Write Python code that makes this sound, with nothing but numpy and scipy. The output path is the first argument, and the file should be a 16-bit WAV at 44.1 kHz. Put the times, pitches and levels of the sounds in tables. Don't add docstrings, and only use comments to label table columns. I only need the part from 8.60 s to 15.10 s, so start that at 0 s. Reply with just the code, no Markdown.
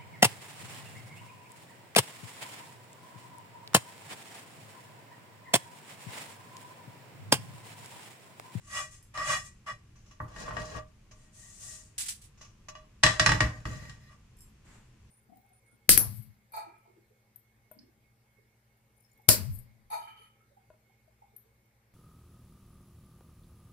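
import sys
import numpy as np
from scipy import signal
from scipy.fft import rfft, irfft, next_fast_len
from scipy.io import wavfile

SR = 44100
rng = np.random.default_rng(int(sys.argv[2]) if len(sys.argv) > 2 else 0)


def master_out(mix):
    frames = np.transpose(np.atleast_2d(mix))
    ceiling = np.clip(frames, -1, 1)
    pcm = np.round(ceiling * 32767).astype(np.int16)
    wavfile.write(sys.argv[1], SR, pcm)


N = 286729
TIME = np.arange(N) / SR
AGE = TIME[:SR * 3 // 4]
CONTACT_DAMPING = 1.3

# pitch_hz, fade_s, struck_outside_db, rubbed_inside_db
PAN_NOTES = [(594, .12, -18, -12), (619, .3, -5, -13), (755, .14, -15, -15), (1074, .08, -9, -19),
             (1153, .12, -7, 0), (1184, .26, -7.5, -8), (1552, .09, -8, -17), (1657, .08, -7, -22),
             (1775, .07, -6, -14), (1887, .13, 2, -8), (1930, .16, -6, -3), (1985, .08, -7, -16),
             (2425, .13, -12.5, -8.5), (2520, .12, -13, -21), (2700, .08, -11, -17), (2895, .12, -7.5, -9),
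             (3385, .13, -10, -13), (4028, .18, -6, -15), (4595, .14, -11, -19), (4730, .07, -10, -20),
             (5277, .14, -7, -10), (5440, .09, -8, -19), (5960, .14, -15, -18), (6325, .1, -11, -13),
             (6620, .12, -12, -16), (6950, .08, -12, -18), (7222, .12, -16, -12), (8190, .12, -20, -16)]
STRUCK = [(hz, db, fade_s) for hz, fade_s, db, _ in PAN_NOTES]
STROKED = [(hz, db, fade_s) for hz, fade_s, _, db in PAN_NOTES]
# pitch_hz, level_db
CLANK_TONE = [(60, -28), (300, -8.5), (550, -6), (1000, 2), (1750, -0.5), (2300, -2), (3500, 0.5),
              (5500, 0.5), (7200, -2.5), (9500, -10), (12000, -25.5), (15500, -32.5)]


def struck_pan(clank_db, damping, clank_fade_s=0.06, crack_db=-2.0, crack_fade_s=0.02):
    crack = colour(noise(len(AGE)) * fade(crack_fade_s), [(1000, 1), (6000, 2.5), (12000, -7.0)])
    clank = unit(noise(len(AGE)) * fade(clank_fade_s)) + amp(crack_db) * unit(crack)
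    notes = ring(STRUCK, scatter_db=2, damping=damping)
    return (notes + amp(clank_db) * unit(colour(clank, CLANK_TONE))) * rise(.0008)


# start_s, level_db, treble_loss_db, thump_db, left_over_right_db
PAN_KNOCKS = [(0.5748, -38, 7, -50, 7), (1.601, -35, 34, -40, 3), (1.762, -45.5, 11, -64, 2.5),
              (1.879, -36, 33, -49, 0), (1.908, -39, 20, -47, 3), (1.967, -34, 16.5, -42, 4),
              (2.146, -46.5, 57, -46.5, 9), (4.4302, -36.5, 5, -63, -3), (4.4345, -13, 3, -28.5, 0),
              (4.463, -18.5, 6, -49, 2.5), (4.5959, -17, 5.5, -32, -0.5), (4.6608, -16.5, 8, -29.5, -2),
              (4.6909, -21.5, 9.5, -30.5, 0.5), (4.7174, -22.5, 9, -28, -1), (4.805, -19, 10.5, -26.5, 2),
              (5.0533, -36.5, 12, -36, 0), (5.295, -49, 0.5, -62, -0.5)]
# pitch_hz, level_db, fade_s
STOVE_NOTES = [(53, -9, .35), (114, 0, .36), (155, -8, .22), (292, -14, .3), (313, -15, .3)]
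# pitch_hz, level_db
THUD_TONE = [(25, -13.5), (50, 3), (100, -1), (190, -4.5), (300, -21), (500, -18), (1500, -47.5)]


def knocks(stove_rise_s=.008, thud_db=-3.5, thud_fade_s=0.36):
    pan, stove = np.zeros((2, 2, N))
    for start_s, db, dull_db, thump_db, side_db in PAN_KNOCKS:
        mid_db = -5 + 0.58 * dull_db
        tone = [(600, 0.5 * mid_db - 2.5), (1150, mid_db), (1800, 0.0016),
                (2400, -.25 * dull_db), (4200, -dull_db)]
        blow = colour(struck_pan(clank_db=1.2, damping=CONTACT_DAMPING), tone)
        add(pan, start_s, sides(side_db) * starting_at(db, blow))
        thud = unit(colour(noise(len(AGE)), THUD_TONE) * fade(thud_fade_s))
        thump = (ring(STOVE_NOTES) + amp(thud_db) * thud) * rise(stove_rise_s)
        add(stove, start_s, starting_at(thump_db, thump, first_s=0.05))
    return pan, stove


# touch_s, fastest_s, half_length_s, ring_db, hiss_db
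HAND_STROKES = [(0.0, 0.177, 0.072, -36, -40), (.31, 0.312, 0.087, -74, -54),
                (0.538, 0.601, 0.086, -34.5, -52.5), (0.59, 0.717, 0.075, -28.5, -35),
                (.82, 0.862, 0.037, -75, -51.5), (1.061, 1.088, 0.051, -36.5, -56),
                (5.45, 5.518, 0.046, -59.5, -72.5)]


def strokes(touch_rise_s=0.0016, rock_db=-19):
    ringing, hissing, rocking = np.zeros((3, N))
    for touch_s, fastest_s, half_length_s, ring_db, hiss_db in HAND_STROKES:
        contact = rise(touch_rise_s, np.maximum(TIME - touch_s, 0))
        speed = 1 / (1 + ((TIME - fastest_s) / half_length_s) ** 2)
        ringing = np.hypot(ringing, contact * amp(ring_db) * speed ** 3.02)
        hissing = np.hypot(hissing, contact * amp(hiss_db) * speed ** 1.92)
        rocking = np.hypot(rocking, contact * amp(ring_db + rock_db) * speed ** 0.88)
    return ringing, hissing, rocking


# pitch_hz, level_db
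SKIN_TONE = [(200, -10), (430, -11.5), (600, 3), (900, 1.5), (1200, 7), (1900, 4), (3000, -12.5),
             (6000, -24.5)]
GRIT_TONE = [(900, -13.5), (1600, 2.5), (2400, 1), (3200, 2.5), (4100, -0.5), (5300, 2), (7000, -8),
             (12000, -26)]
HISS_TONE = [(1000, -30.5), (3000, -13), (5000, -7), (6200, 1), (7200, 2.5), (9300, -0.5), (11000, -14.5),
             (15000, -21.5)]


def wipes():
    ringing, hissing = np.array(strokes()[:2]) * slips(per_s=3000, spread_db=1.0)
    low = rubbed(ringing, STROKED, SKIN_TONE, direct_db=-2)
    grit = rubbed(np.sqrt(ringing * hissing), STROKED, GRIT_TONE, direct_db=-5)
    hiss = rubbed(hissing, STROKED, HISS_TONE, direct_db=1.5)
    return low + amp(2.0) * grit + sides(0.99) * echoes(hiss)


# time_s, scrape_db, hiss_db
PULL_LEVELS = [(1.68, -56, -68.5), (1.716, -57.5, -74), (1.794, -43.5, -52.5), (1.92, -46.5, -65),
               (1.99, -41.5, -57.5), (2.08, -50, -57), (2.174, -40.5, -58.5), (2.25, -73, -98),
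               (2.3, -128, -84)]
# start_s, length_s, level_db
LANDING_SLIDES = [(4.925, 0.036, -56), (5.053, 0.22, -47.5)]
# pitch_hz, level_db
IRON_TONE = [(200, -3.5), (450, 14.5), (750, 9), (1160, 9), (1900, 0.5), (3000, 0.5), (5000, -14),
             (7000, -16), (12000, -30)]
SHUDDER_TONE = [(25, -4), (50, 5.5), (100, -6.5), (190, -0.5), (300, -8), (500, -26), (1500, -54)]
SLIDE_TONE = [(200, 3), (620, 3.5), (1200, 3.5), (1930, 0), (2500, 2.5), (4100, -10), (5400, -25.5),
              (7000, -1), (12000, -34)]


def drags():
    catches = slips(per_s=500, spread_db=3.5)
    pull, pull_hiss = levels(PULL_LEVELS) * catches
    slide = catches * sum(amp(db) * push(start_s, length_s, rise_s=.01, fade_s=0.76, sag_db_per_s=46)
                          for start_s, length_s, db in LANDING_SLIDES)
    scrape = rubbed(pull, STRUCK, IRON_TONE, direct_db=3.5)
    scrape += rubbed(slide, STRUCK, SLIDE_TONE, direct_db=2.5)
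    hiss = rubbed(amp(3.0) * pull_hiss + amp(-8) * slide, STRUCK, HISS_TONE, direct_db=3.5)
    hiss = colour(hiss, [(5000, 9), (8000, -4.5), (13000, 0)])
    _, _, rocking = strokes()
    rumble = rubbed(amp(-2) * pull, STOVE_NOTES, SHUDDER_TONE, direct_db=15, damping=1.15)
    rumble += rubbed(amp(9.5) * slide + rocking, STOVE_NOTES, THUD_TONE, direct_db=16.5, damping=3.2)
    return scrape + sides(2.1) * hiss, rumble


# start_s, level_db, fade_s
POT_SPLASHES = [(3.38, -31, 0.25), (3.404, -37.5, 0.2), (3.457, -40, 0.19), (3.484, -30.5, 0.11),
                (3.504, -47, 0.27), (3.615, -54.5, 0.2), (3.64, -57, 0.11)]
# pitch_hz, level_db
FIZZ_TONE = [(290, -66), (500, -31), (748, -20), (1100, -20.5), (1930, -8.5), (6930, -2.5), (7670, 2),
             (9510, -0.5), (12000, -13.5), (14600, -13), (15500, -18)]


def splashes():
    fizz = unit(colour(slips(per_s=3900, spread_db=1) * noise(N), FIZZ_TONE))
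    return sides(-2.1) * bursts(POT_SPLASHES, rise_s=0.0005) * fizz


# start_s, length_s, hiss_db, ring_db
CRUMB_SLIDES = [(2.534, 0.11, -70.5, -70), (2.723, 0.28, -57, -68), (2.994, 0.15, -49, -59.5)]
# pitch_hz, level_db
CRUMB_TONE = [(600, 11.5), (1200, 7), (1900, 10), (3000, 10), (5000, 5), (9000, -24)]


def crumbs():
    slides = sum(amp([[ring_db], [hiss_db]]) * push(start_s, length_s, rise_s=0.029, fade_s=0.43)
                 for start_s, length_s, hiss_db, ring_db in CRUMB_SLIDES)
    ringing, hissing = slides * slips(per_s=2500, spread_db=1.5)
    pan = rubbed(ringing, STRUCK, CRUMB_TONE, direct_db=2.5, damping=1.0)
    hiss = rubbed(hissing, STRUCK, HISS_TONE, direct_db=10, damping=0.48)
    return amp(1.0) * pan + amp(2.5) * sides(1.7) * hiss


# pitch_hz, level_db
PASTA_TONE = [(800, -23), (2400, -4), (3300, -1.5), (4200, -7), (7000, 3), (10000, -11.5), (15000, -19)]


def pasta_bits():
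    ticking = unit(tiny_kicks(per_s=120, spread_db=1))
    _, hissing, _ = strokes()
    return rubbed(amp(-14.5) * hissing ** .9 * ticking, STRUCK, PASTA_TONE, direct_db=0.5, damping=3.8)


# start_s, click_db, click_fade_s, ring_db
HANDLE_CLICKS = [(1.355, -64, 0.5, -69), (1.46, -65.5, 0.54, -72), (1.51, -59, 0.12, -59),
                 (2.511, -53, 0.13, -60.5), (3.775, -63, 0.68, -72), (3.811, -50.5, 0.18, -56.5),
                 (3.845, -62, 0.15, -60), (4.084, -40, 0.084, -47.5), (4.1515, -58.5, 0.2, -47)]
# pitch_hz, level_db
CLICK_TONE = [(1000, -8), (2600, -6.5), (3600, -11.5), (4700, -8.5), (5400, -2), (6100, 1), (7000, -4),
              (8000, -15.5), (14000, -32.5)]
JOLT_TONE = [(620, 8), (1150, 11), (1800, -5), (2900, 8.5), (4200, -4.5), (7000, -4.5), (10000, -10)]


def handle_clicks():
    pan = np.zeros((2, N))
    for start_s, _, _, ring_db in HANDLE_CLICKS:
        jolt = colour(struck_pan(clank_db=-14, damping=1), JOLT_TONE)
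        add(pan, start_s, starting_at(ring_db, jolt))
    loudness = bursts([row[:3] for row in HANDLE_CLICKS], rise_s=0.00091)
    return unit(colour(noise(N), CLICK_TONE)) * loudness, sides(-2.0) * pan


# start_s, length_s, level_db
GRIP_SHIFTS = [(2.806, 0.052, -62), (5.125, .16, -55), (5.397, 0.079, -62)]
# pitch_hz, level_db
GRIP_TONE = [(600, -22), (1200, -52), (1900, -0.5), (2600, -10), (4200, -4.5), (7000, -12)]


def grips():
    force = sum(amp(db) * push(start_s, length_s, rise_s=0.016, fade_s=0.26)
                for start_s, length_s, db in GRIP_SHIFTS)
    return rubbed(force, STRUCK, GRIP_TONE, direct_db=-6)


# start_s, level_db
BANGLE_CLINKS = [(.427, -62), (5.769, -67), (5.787, -64), (5.806, -58), (5.818, -60)]
# pitch_hz, level_db, fade_s
BANGLE_NOTES = [(5240, 1, 0.1), (7600, 3.5, 0.3), (8300, 1, 0.13), (10200, 3, 0.037), (11800, 0.5, 0.12),
                (12520, 1, 0.12), (13650, -26, 0.27), (15100, -12, .15)]


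def bangles(rattle_db=-3, rattle_fade_s=0.052):
    out = np.zeros((2, N))
    rattle_tone = [(3000, -35), (7000, -3), (9500, 5), (15000, -6)]
    for start_s, db in BANGLE_CLINKS:
        rattle = unit(colour(noise(len(AGE)) * fade(rattle_fade_s), rattle_tone))
        clink = ring(BANGLE_NOTES, scatter_db=2.5, damping=1.8) + amp(rattle_db) * rattle
        add(out, start_s, starting_at(db, clink))
    return out


# pitch_hz, level_db
SCUFF_TONE = [(200, 8), (450, -3), (1800, -0.5), (3500, -10), (6000, -13.5), (7300, -4.5), (10000, -18.5),
              (15000, -29)]


def scuff(level_db=-58.5):
    movement = push(start_s=6.04, length_s=0.12, rise_s=0.019, fade_s=0.55)
    return amp(level_db) * movement * unit(colour(noise(N), SCUFF_TONE))


# pitch_hz, level_db
BURNER_TONE = [(12, -26), (20, 0.5), (109, -5), (259, -21.5), (324, -19.5), (491, -27.5), (631, -32.5),
               (881, -30.5), (1040, -26.5), (1300, -30), (2610, -28.5), (3960, -35.5), (4310, -35),
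               (6360, -34), (15500, -51)]
# pitch_hz, width_hz, level_db
BURNER_HUMS = [(113, 18, -64), (208.5, 5.5, -72)]


def burner(flame_db=-59):
    out = amp(flame_db) * unit(colour(noise(N), BURNER_TONE, size=16384))
    for hz, width_hz, db in BURNER_HUMS:
        band = signal.iirpeak(hz, hz / width_hz, fs=SR)
        out += amp(db) * unit(signal.lfilter(*band, noise(N)))
    return out


# left_delay_s, right_delay_s, level_db
NEAR_ECHOES = [(.0019, 0.002, -26), (.0043, .0035, 0), (.0068, .0081, -19), (0.0121, 0.012, -7.5)]


def echoes(x):
    out = x.copy()
    for *delays, db in NEAR_ECHOES:
        for channel, delay_s in enumerate(delays):
            add(out[channel][None], delay_s, amp(db) * x[channel][None])
    return out / np.sqrt(1 + sum(amp(db) ** 2 for *_, db in NEAR_ECHOES))


# pitch_hz, fade_s
ROOM_FADES = [(200, 0.4), (1000, 0.37), (4000, 0.26), (8000, 0.33), (15000, 0.25)]


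def kitchen(x, echo_db, build_s=0.0012):
    hz, t, spectrum = signal.stft(noise(len(AGE)), SR, nperseg=256)
    spectrum = spectrum * fade(look_up(ROOM_FADES, hz)[:, None], t)
    tail = signal.istft(spectrum, SR, nperseg=256)[1][:, :len(AGE)]
    tail *= rise(build_s) ** 2
    tail /= np.linalg.norm(tail[0])
    return x + amp(echo_db) * signal.oaconvolve(x, tail, axes=1)[:, :N]


# pitch_hz, likeness
SIDE_LIKENESS = [(60, .999), (150, .99), (200, .93), (300, .5), (600, .45), (1200, .5), (2500, .1),
                 (5000, 0)]


def noise(size):
    padded = next_fast_len(size + size % 2, True)
    left, other = rfft(rng.standard_normal((2, padded)))
    likeness = look_up(SIDE_LIKENESS, np.linspace(0, SR / 2, len(left)))
    right = likeness * left + np.sqrt(1 - likeness ** 2) * other
    return irfft([left, right], padded)[:, :size]


def ring(notes, scatter_db=0, damping=1):
    out = np.zeros((2, len(AGE)))
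    for hz, db, fade_s in notes:
        side_shift = np.arccos(look_up(SIDE_LIKENESS, hz)) * rng.choice([-.5, .5])
        phase = rng.uniform(0, 2 * np.pi) + np.array([[side_shift], [-side_shift]])
        strength = amp(db + scatter_db * rng.standard_normal((2, 1))) / np.sqrt(fade_s)
        out += strength * np.sin(2 * np.pi * hz * AGE + phase) * fade(fade_s / damping)
    return unit(out)


def rubbed(force, notes, tone, direct_db, damping=CONTACT_DAMPING):
    body = ring(notes, damping=damping)
    body /= np.linalg.norm(body[0])
    ringing = signal.oaconvolve((force * rng.standard_normal(N))[None], body, axes=1)[:, :N]
    direct = amp(direct_db) * force * noise(N)
    return unit(colour(ringing + direct, tone)) * np.sqrt(np.mean(force ** 2))


def tiny_kicks(per_s, spread_db):
    sizes = amp(spread_db * np.minimum(rng.exponential(1, N), 4))
    return sizes * (rng.random(N) < per_s / SR)


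def slips(per_s, spread_db):
    return unit(np.sqrt(1 + unit(tiny_kicks(per_s, spread_db)) ** 2))


def push(start_s, length_s, rise_s, fade_s, sag_db_per_s=0):
    t = np.maximum(TIME - start_s, 0)
    sag = amp(-sag_db_per_s * np.minimum(t, length_s))
    return rise(rise_s, t) * sag * fade(fade_s, np.maximum(t - length_s, 0))


def bursts(rows, rise_s):
    out = np.zeros((1, N))
    for start_s, db, fade_s in rows:
        add(out, start_s, amp(db) * (fade(fade_s) * rise(rise_s))[None])
    return out


def levels(rows):
    times, *columns = np.transpose(rows)
    sounding = (TIME > times[0]) & (TIME < times[-1])
    return [amp(np.interp(TIME, times, db)) * sounding for db in columns]


def colour(x, tone, size=4096):
    log_gain = np.log(amp(look_up(tone, abs(np.fft.fftfreq(size, 1 / SR)))))
    taps = np.fft.ifft(np.exp(np.conj(signal.hilbert(log_gain)))).real
    return signal.oaconvolve(x, taps[None, :size // 2], axes=1)[:, :x.shape[1]]


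def look_up(table, hz):
    pitches, values = np.transpose(table)
    return np.interp(np.log(hz + 1), np.log(pitches + 1), values)


def rise(rise_s, t=AGE):
    return 1 - np.exp(-t / rise_s)


def fade(fade_s, t=AGE):
    return np.exp(-np.log(1000) * t / fade_s)


def amp(db):
    return 10 ** (np.asarray(db) / 20)


def unit(x):
    return x / np.sqrt(np.mean(x ** 2) + 1e-20)


def starting_at(db, sound, first_s=0.01):
    return amp(db) * sound / sound[:, :round(first_s * SR)].std()


def sides(db):
    return amp(np.array([[db], [-db]]) / 2)


def add(mix, start_s, sound):
    part = mix[:, round(start_s * SR):][:, :sound.shape[1]]
    part += sound[:, :part.shape[1]]


def scene():
    blows, thumps = knocks()
    scrapes, rumble = drags()
    clicks, handle_ring = handle_clicks()
    near = wipes() + echoes(pasta_bits() + scrapes + crumbs() + splashes() + clicks)
    near = near + grips() + scuff()
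    in_room = kitchen(blows + handle_ring, echo_db=-4.5)
    in_room += kitchen(near, echo_db=-21.5)
    in_room += kitchen(bangles(), echo_db=-0.5)
    return in_room + thumps + rumble + burner()


# pitch_hz, left_over_right_db
SIDE_BALANCE = [(200, 0), (380, 1.5), (700, -0.5), (1300, -0.5), (2400, 1.5), (4400, -0.5), (8100, 4.5),
                (10500, -9.5), (13000, -2)]


def record(dry, top_hz=15500):
    left = colour(dry[:1], [(hz, db / 2) for hz, db in SIDE_BALANCE])
    right = colour(dry[1:], [(hz, -db / 2) for hz, db in SIDE_BALANCE])
    treble_cut = signal.firwin(511, top_hz, window=("kaiser", 9), fs=SR)
    return signal.oaconvolve(np.vstack([left, right]), treble_cut[None], "same")


dry = scene()
out = record(dry)
master_out(out)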